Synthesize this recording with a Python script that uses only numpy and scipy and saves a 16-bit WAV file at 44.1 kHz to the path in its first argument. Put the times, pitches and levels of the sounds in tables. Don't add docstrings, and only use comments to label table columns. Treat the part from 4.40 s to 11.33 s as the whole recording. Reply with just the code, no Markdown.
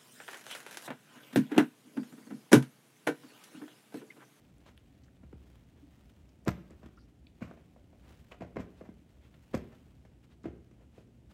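import sys
import numpy as np
from scipy import signal
from scipy.fft import rfft, irfft, next_fast_len
from scipy.io import wavfile

SR = 44100
rng = np.random.default_rng(int(sys.argv[2]) if len(sys.argv) > 2 else 0)


def master(y):
    cut = np.clip(np.atleast_2d(y).T, -1, 1)
    pcm = np.round(cut * 32767)
    wavfile.write(sys.argv[1], SR, pcm.astype(np.int16))


N = 305613
TIME_S = np.arange(N) / SR

# palm time in seconds, palm level in dB, dent pitch in Hz, dent decay in seconds,
# finger lead in seconds, finger level in dB, rebound delay in seconds, rebound level in dB,
# hollow note pitch in Hz, note level in dB, note decay in seconds, crinkle level in dB,
# crack level in dB, crack decay in seconds.
HAND_BATS = [(2.0744, -15, 423, 0.0021, 0.0091, -43, 0.01, -15, 380, -25.5, 0.006, -34.5, -24.5, 0.0041),
             (3.018, -36.5, 373, 0.0078, 0.0075, -53, 0.0048, -30.5, 234.5, -30.5, 0.01, -47.5, -51.5, 0.061),
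             (4.0209, -29, 713, 0.0021, 0.012, -33, 0.0046, -31.5, 409, -33, 0.0049, -41, -57, .008),
             (4.168, -20, 553, 0.0014, 0.0075, -32, 0.0076, -30, 257, -51, 0.0042, -42.5, -60, .004),
             (4.1981, -32, 353, 0.0035, 0.011, -36, 0.0049, -33, 256, -30.5, 0.0052, -42, -42, 0.01),
             (5.1431, -16.5, 440, 0.0021, 0.0053, -37, 0.0085, -21.5, 548, -20, 0.0053, -32, -38, 0.016),
             (6.0563, -25, 496, 0.0026, 0.014, -36.5, 0.0076, -40.5, 358.6, -32, 0.018, -44, -68, 0.0074)]
# time in seconds, thump level in dB, dent pitch in Hz,
# dent decay in seconds, crinkle level in dB, brightness in Hz, press time in seconds.
HAND_TOUCHES = [(0.264, -84, 600, .004, -46.5, 3100, 0.0014), (0.835, -48.5, 358, 0.12, -54.5, 700, 0.003),
                (0.9291, -44, 585, 0.07, -49.5, 690, 0.0015), (2.307, -49.5, 560, 0.085, -54, 1480, 0.0045),
                (2.431, -49.5, 500, 0.038, -51.5, 1220, 0.0054),
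                (2.461, -45.5, 466, 0.016, -43.5, 2320, 0.0011),
                (3.112, -36, 512, 0.0012, -50, 1200, 0.0018),
                (3.175, -72, 580, 0.0045, -51.5, 1000, 0.0025),
                (3.363, -46.5, 800, 0.0016, -63, 1470, 0.0033),
                (3.53, -55.5, 840, 0.0071, -65, 1490, 0.0058),
                (3.918, -44.5, 774, 0.0049, -41, 2620, 0.0033),
                (4.4107, -39.5, 650, 0.0098, -50.5, 1110, 0.0051),
                (4.49, -36, 380, 0.0057, -81, 1010, 0.0023),
                (5.652, -56.5, 550, 0.0095, -51.5, 2920, 0.0019),
                (6.313, -52.5, 450, 0.013, -54.5, 6040, 0.0012), (6.58, -45, 593, 0.008, -72, 1620, 0.0028)]
# frequency in Hz, gain in dB, T60 in seconds.
CAVITY_MODES = [(359, -16, 0.14), (533, -27, 0.2), (614, 11.5, 0.022), (760, -14, 0.16), (1006, 1, 0.039),
                (1210, -8.5, 0.013), (1370, -10.5, 0.029), (1560, -11, 0.18), (1817, -38, 0.058),
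                (2110, -14, 0.11), (2250, -44, 0.031), (2530, -31, 0.054)]
# time in seconds, level in dB, brightness in Hz.
FOLD_POPS = [(2.0784, -22, 12000), (2.0808, -9.5, 13900), (2.0902, -15, 2500), (2.093, -17, 1600),
             (4.0102, -46, 600), (4.169, -30, 990), (5.147, -24.5, 6000), (5.1504, -18.5, 11000),
             (5.154, -32, 7000)]
# peak time in seconds, level in dB, brightness in Hz.
HAND_SLIDES = [(0.289, -53, 7240), (3.092, -56.5, 890), (4.457, -52.5, 1390), (4.942, -60, 3000),
               (5.325, -53, 1200)]
# frequency in Hz, gain in dB.
VINYL_SPECTRUM = [(150, -8.5), (400, -3.5), (650, 0.5), (860, -6), (1200, -4), (1650, -8), (2100, -8),
                  (3800, -17), (5000, -18), (7200, -16.5), (10500, -28.5), (12000, -17), (15500, -29)]
# start in seconds, level in dB, centre in Hz, bandwidth in Hz,
# decay in seconds.
SKIN_TICKS = [(0.182, -64, 9100, 5000, 0.00098), (0.3768, -46.5, 2500, 2270, 0.0005),
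              (0.3765, -63, 10600, 3000, 0.0017), (0.635, -69.5, 4900, 4000, 0.014),
              (0.681, -64, 1480, 706, 0.0044), (0.9301, -50, 970, 990, 0.00042),
              (1.41, -54.5, 284, 49, 0.039), (1.891, -67.5, 4570, 4900, 0.0048),
              (2.0512, -55, 8500, 6500, 0.00076), (2.307, -57.5, 6940, 4300, 0.00074),
              (2.868, -54, 3270, 1870, 0.0027), (3.112, -47.5, 1360, 900, 0.0012),
              (3.92, -46, 2500, 1310, 0.0028), (4.17, -33, 1680, 1450, 0.00067),
              (4.941, -60.5, 2370, 2580, 0.0049), (6.034, -65, 5070, 4040, .0021)]
# start in seconds, length in seconds, level in dB, start pitch in Hz,
# end pitch in Hz.
FINGER_SQUEAKS = [(2.568, 0.013, -74, 5300, 5670), (2.573, 0.027, -59, 1310, 1480),
                  (2.584, 0.076, -74.5, 4870, 4080), (2.596, 0.091, -79, 5300, 5700),
                  (3.016, 0.027, -51, 1472, 1560), (3.019, 0.039, -53.5, 2184, 2680)]
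# time in seconds, room send in dB.
DISTANCE_SEND = [(0.9, -2), (2.08, -5), (2.2, 6), (2.45, 2), (3.05, 2.5), (4.1, 1), (4.45, -1), (5.15, -1),
                 (6.05, 2.5)]
# delay in seconds, gain in dB.
WALL_BOUNCES = [(.0042, -11), (.0098, -42), (0.0157, -22.5), (0.027, -12)]
# frequency in Hz, gain in dB.
ROOM_SPECTRUM = [(50, -29.5), (110, -10), (190, -6), (400, -6), (1000, -8), (3000, -3.5), (7000, -7.5),
                 (15000, -7)]
# frequency in Hz, T60 in seconds.
ROOM_DECAY = [(60, 1), (200, 0.58), (1000, 0.48), (3000, 0.48), (7000, 0.2), (15000, 0.49)]
# frequency in Hz, level in dB re the tail.
ROOM_SCATTER = [(450, 9.5), (1800, 10)]
# time in seconds, relative level in dB.
RUSTLE_LEVELS = [(0.0, -73.5), (.55, -76), (0.93, -79), (1.1, -72.5), (1.33, -77), (1.6, -72), (1.9, -77.5),
                 (2.45, -76), (2.8, -83), (3.05, -75.5), (3.53, -79), (3.72, -67.5), (3.86, -71.5),
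                 (3.98, -78), (4.7, -76.5), (5.05, -73), (5.4, -73), (5.75, -82), (6.1, -81.5), (6.93, -82)]
# peak time in seconds, level in dB, half length in seconds, brightness in Hz.
SLEEVE_SWISHES = [(0.278, -57.5, 0.014, 4570), (1.153, -68.5, 0.028, 2500), (1.377, -63.5, 0.013, 900),
                  (3.689, -60.5, 0.046, 1030), (4.388, -66, 0.017, 7990), (4.851, -64.5, 0.024, 2560),
                  (5.845, -65.5, 0.0098, 9300), (5.923, -65.5, 0.016, 5170), (6.419, -63.5, 0.022, 700),
                  (6.583, -67, 0.035, 9400), (6.913, -62, .011, 9150)]
# frequency in Hz, gain in dB.
CLOTH_SPECTRUM = [(300, 14), (1000, 5), (3000, 3), (4800, -4), (7500, -6.5), (10500, -10.5), (15500, -9.5)]
# frequency in Hz, gain in dB.
VENT_SPECTRUM = [(20, -41.5), (40, -8.5), (62, 3.5), (95, -5.5), (130, -5.5), (180, -6.5), (280, -9),
                 (430, -20.5), (700, -24.5), (1100, -36.5), (3000, -37.5), (4500, -44.5), (8000, -45),
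                 (15500, -56.5)]

FINGERS_HZ, FINGERS_DECAY_S = 372, 0.0045
REBOUND_HZ, REBOUND_DECAY_S = 218, 0.0038
FINGERS_AIR_DB, PALM_AIR_DB, REBOUND_AIR_DB, TOUCH_AIR_DB = -21, -27, -25.5, -23
GRIP_DB, GRIP_RISE_S, GRIP_DECAY_S = -3.5, 0.0026, 0.011
CRINKLE_RISE_RATIO, CRINKLE_DECAY_RATIO, CRINKLE_HZ = 0.6, 3.8, 1290
CRACK_DELAY_S, CRACK_RISE_S, CRACK_HZ = 0.0069, 0.0004, 8000
POP_RISE_S, POP_DECAY_S = 0.000076, 0.00043
SLIDE_RISE_S, SLIDE_DECAY_S, TOUCH_DECAY_RATIO = 0.0066, 0.017, 2.33


def blows():
    for time_s, palm_db, hz, decay_s, lead_s, fingers_db, rebound_s, rebound_db, *_ in HAND_BATS:
        yield time_s - lead_s, fingers_db, FINGERS_HZ, FINGERS_DECAY_S, FINGERS_AIR_DB, 1
        yield time_s, palm_db, hz, decay_s, PALM_AIR_DB, 1
        yield time_s + rebound_s, rebound_db, REBOUND_HZ, REBOUND_DECAY_S, REBOUND_AIR_DB, -1
    for time_s, db, hz, decay_s, *_ in HAND_TOUCHES:
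        yield time_s, db, hz, decay_s, TOUCH_AIR_DB, 1


def thumps(rise_s=0.00077, spread_s=0.00704, tilt=0.06, wobble_hz=66.8, wobble_db=-18, wobble_s=0.041):
    out, t = np.zeros(N), TIME_S[:SR // 3]
    for start_s, db, start_hz, decay_s, _, direction in blows():
        hz = wobble_hz + (start_hz - wobble_hz) * np.exp(-t / spread_s)
        dent = np.exp(-t / decay_s) * (hz / start_hz) ** tilt
        wobble = from_db(wobble_db) * np.exp(-t / wobble_s)
        envelope = (1 - np.exp(-t / rise_s)) * (dent + wobble)
        add(out, start_s, direction * from_db(db) * envelope * np.sin(2 * np.pi * np.cumsum(hz) / SR))
    return out


def trapped_air(scatter_db=0.5, squash=0.018, recover_s=0.037):
    out, t = np.zeros(N), TIME_S[:SR // 2]
    hz, mode_db, t60_s = np.transpose(CAVITY_MODES)[:, :, None]
    for start_s, db, _, _, drive_db, _ in blows():
        spot, bend = rng.standard_normal((2, len(CAVITY_MODES), 1))
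        detune = 1 + squash * bend * np.exp(-t / recover_s)
        phase = 2 * np.pi * hz * np.cumsum(detune, axis=1) / SR
        gain = from_db(db + drive_db + mode_db + scatter_db * spot)
        fade = np.exp(-np.log(1000) * t / t60_s)
        add(out, start_s, np.sum(gain * fade * np.sin(phase), axis=0))
    return out


def hollow_notes(rise_s=0.0021, sag=0.076, sag_s=0.0077):
    out, t = np.zeros(N), TIME_S[:SR // 4]
    for start_s, *_, hz, db, decay_s, _, _, _ in HAND_BATS:
        phase = 2 * np.pi * hz * np.cumsum(1 - sag * (1 - np.exp(-t / sag_s))) / SR
        envelope = (1 - np.exp(-t / rise_s)) * np.exp(-t / decay_s)
        add(out, start_s, from_db(db) * envelope * np.sin(phase))
    return out


def creases():
    for time_s, _, _, dent_s, lead_s, *_, crinkle_db, crack_db, crack_decay_s in HAND_BATS:
        yield time_s - lead_s, crinkle_db + GRIP_DB, GRIP_RISE_S, GRIP_DECAY_S, CRINKLE_HZ
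        yield time_s, crinkle_db, CRINKLE_RISE_RATIO * dent_s, CRINKLE_DECAY_RATIO * dent_s, CRINKLE_HZ
        yield time_s + CRACK_DELAY_S, crack_db, CRACK_RISE_S, crack_decay_s, CRACK_HZ
    for time_s, db, bright_hz in FOLD_POPS:
        yield time_s, db, POP_RISE_S, POP_DECAY_S, bright_hz
    for time_s, *_, db, bright_hz, press_s in HAND_TOUCHES:
        yield time_s, db, press_s, TOUCH_DECAY_RATIO * press_s, bright_hz
    for time_s, db, bright_hz in HAND_SLIDES:
        yield time_s, db, SLIDE_RISE_S, SLIDE_DECAY_S, bright_hz


def crinkles(snaps_per_s=4000, uneven_db=2.0, pop_db=-0.5, sudden_s=0.0017):
    out, t = np.zeros(N), TIME_S[:SR // 3] - 0.1
    for peak_s, db, rise_s, decay_s, bright_hz in creases():
        press = np.exp(np.minimum(t / rise_s, -t / decay_s))
        impulses = (rng.random(len(t)) < snaps_per_s / SR) * rng.choice([-1, 1], len(t))
        snaps = press * impulses * from_db(uneven_db * rng.standard_normal(len(t)))
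        pop = from_db(pop_db) * np.exp(-rise_s / sudden_s) * np.linalg.norm(snaps)
        snaps[np.argmax(press)] = pop
        gain = from_db(db) * np.sqrt(np.mean(press ** 2))
        add(out, peak_s + t[0], gain * unit_rms(lowpass(snaps, bright_hz)))
    return colour(out, VINYL_SPECTRUM)


def ticks():
    out, t = np.zeros(N), TIME_S[:SR // 5]
    for start_s, db, centre_hz, width_hz, decay_s in SKIN_TICKS:
        edges_hz = np.clip([centre_hz - width_hz / 2, centre_hz + width_hz / 2], 20, SR / 2.2)
        fade = np.exp(-t / decay_s)
        slip = bandpass(fade * rng.standard_normal(len(t)), edges_hz, order=4)
        add(out, start_s, from_db(db) * np.sqrt(np.mean(fade ** 2)) * unit_rms(slip))
    return out


def squeaks(jitter=0.063, jitter_per_s=1100, rough_db=3.5, overtone_db=-19):
    out, shake, grip = np.zeros(N), drift(jitter_per_s), drift(jitter_per_s)
    for start_s, length_s, db, start_hz, end_hz in FINGER_SQUEAKS:
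        active = (TIME_S >= start_s) & (TIME_S < start_s + length_s)
        progress = (TIME_S[active] - start_s) / length_s
        hz = (start_hz + (end_hz - start_hz) * progress) * (1 + jitter * shake[active])
        phase = 2 * np.pi * np.cumsum(hz) / SR
        envelope = np.sin(np.pi * np.sqrt(progress)) ** 2 * from_db(db + rough_db * grip[active])
        out[active] += envelope * (np.sin(phase) + from_db(overtone_db) * np.sin(2 * phase))
    return out


def near_walls(x):
    out = np.zeros(N)
    for delay_s, db in WALL_BOUNCES:
        add(out, delay_s, from_db(db) * x)
    return out


def room(x, build_s=0.0057, early_s=0.0074):
    t, response = TIME_S[:SR], np.zeros(SR)
    edges_hz = np.geomspace(40, 17000, 13)
    for low_hz, high_hz in zip(edges_hz, edges_hz[1:]):
        hz = np.sqrt(low_hz * high_hz)
        tail = np.exp(-np.log(1000) * t / at_hz(ROOM_DECAY, hz))
        scatter = from_db(at_hz(ROOM_SCATTER, hz)) * np.exp(-t / early_s)
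        envelope = (1 - np.exp(-t / build_s)) * (tail + scatter)
        band = bandpass(rng.standard_normal(SR), [low_hz, high_hz], order=2)
        response += from_db(at_hz(ROOM_SPECTRUM, hz)) * band * envelope / np.linalg.norm(envelope)
    return signal.fftconvolve(x, response)[:N]


def standing_wave(x, hz=181.2, gain_db=0.5, t60_s=1):
    radius = from_db(-60 / (t60_s * SR))
    feedback = [1, -2 * radius * np.cos(2 * np.pi * hz / SR), radius ** 2]
    scale = (1 - radius ** 2) / 2
    return from_db(gain_db) * signal.lfilter([scale, 0, -scale], feedback, x)


def clothes(rub_db=2.5, flutter_db=1.3, flutter_per_s=70, grain_db=3.0, grains_per_s=800):
    level_db = np.interp(TIME_S, *np.transpose(RUSTLE_LEVELS)) + rub_db
    level_db += flutter_db * drift(flutter_per_s)
    grains = from_db(grain_db * drift(grains_per_s))
    rub = unit_rms(colour(grains * rng.standard_normal(N), CLOTH_SPECTRUM))
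    out, t = from_db(level_db) * rub, TIME_S[:SR // 2] - 0.25
    for peak_s, db, half_s, bright_hz in SLEEVE_SWISHES:
        swish = lowpass(colour(rng.standard_normal(len(t)), CLOTH_SPECTRUM), bright_hz)
        add(out, peak_s + t[0], from_db(db) * np.exp(-(t / half_s) ** 2 / 2) * unit_rms(swish))
    return out


def ventilation(rumble_db=-59.5, hum_hz=120, hum_db=-68.5, waver_db=2.5):
    rumble = unit_rms(colour(rng.standard_normal(N), VENT_SPECTRUM))
    hum = np.sin(2 * np.pi * hum_hz * TIME_S)
    return from_db(rumble_db) * rumble + from_db(hum_db + waver_db * drift(per_s=1)) * hum


def from_db(db):
    return 10 ** (np.asarray(db) / 20)


def unit_rms(x):
    return x / np.sqrt(np.mean(x ** 2) + 1e-20)


def at_hz(table, hz):
    table_hz, values = np.transpose(table)
    return np.interp(np.log(np.maximum(hz, 1)), np.log(table_hz), values)


def colour(x, spectrum):
    size = 2 * next_fast_len(len(x) // 2 + 4096)
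    gain = from_db(at_hz(spectrum, np.arange(size // 2 + 1) * SR / size))
    cepstrum = irfft(np.log(gain))
    cepstrum[1:size // 2] *= 2
    cepstrum[size // 2 + 1:] = 0
    return irfft(rfft(x, size) * np.exp(rfft(cepstrum)))[:len(x)]


def lowpass(x, corner_hz):
    return signal.lfilter(*signal.butter(1, corner_hz, fs=SR), x)


def bandpass(x, edges_hz, order):
    return signal.sosfilt(signal.butter(order, edges_hz, "band", fs=SR, output="sos"), x)


def add(track, start_s, sound):
    start = max(round(start_s * SR), 0)
    track[start:start + len(sound)] += sound[:N - start]


def drift(per_s):
    return unit_rms(np.interp(TIME_S * per_s, np.arange(10000), rng.standard_normal(10000)))


def scene(side_count=3, fingers_send_db=-6, note_send_db=-7):
    body, note = thumps() + trapped_air(), hollow_notes()
    sides = [body + crinkles() for _ in range(side_count)]
    send = from_db(np.interp(TIME_S, *np.transpose(DISTANCE_SEND)))
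    fingers = ticks() + squeaks()
    direct = sides[0] + note + fingers
    reverb = sum(room(send * side) for side in sides) / np.sqrt(side_count)
    reverb += room(from_db(fingers_send_db) * fingers + from_db(note_send_db) * send * note)
    reflected = near_walls(send * sides[1]) + reverb + standing_wave(body)
    return (direct + reflected + clothes() + ventilation())[None]


def record(dry, low_cut_hz=38, high_cut_hz=15750):
    thinned = signal.sosfilt(signal.butter(4, low_cut_hz, "high", fs=SR, output="sos"), dry)
    return signal.sosfilt(signal.ellip(10, 0.1, 80, high_cut_hz, fs=SR, output="sos"), thinned)


dry = scene()
out = record(dry)
master(out)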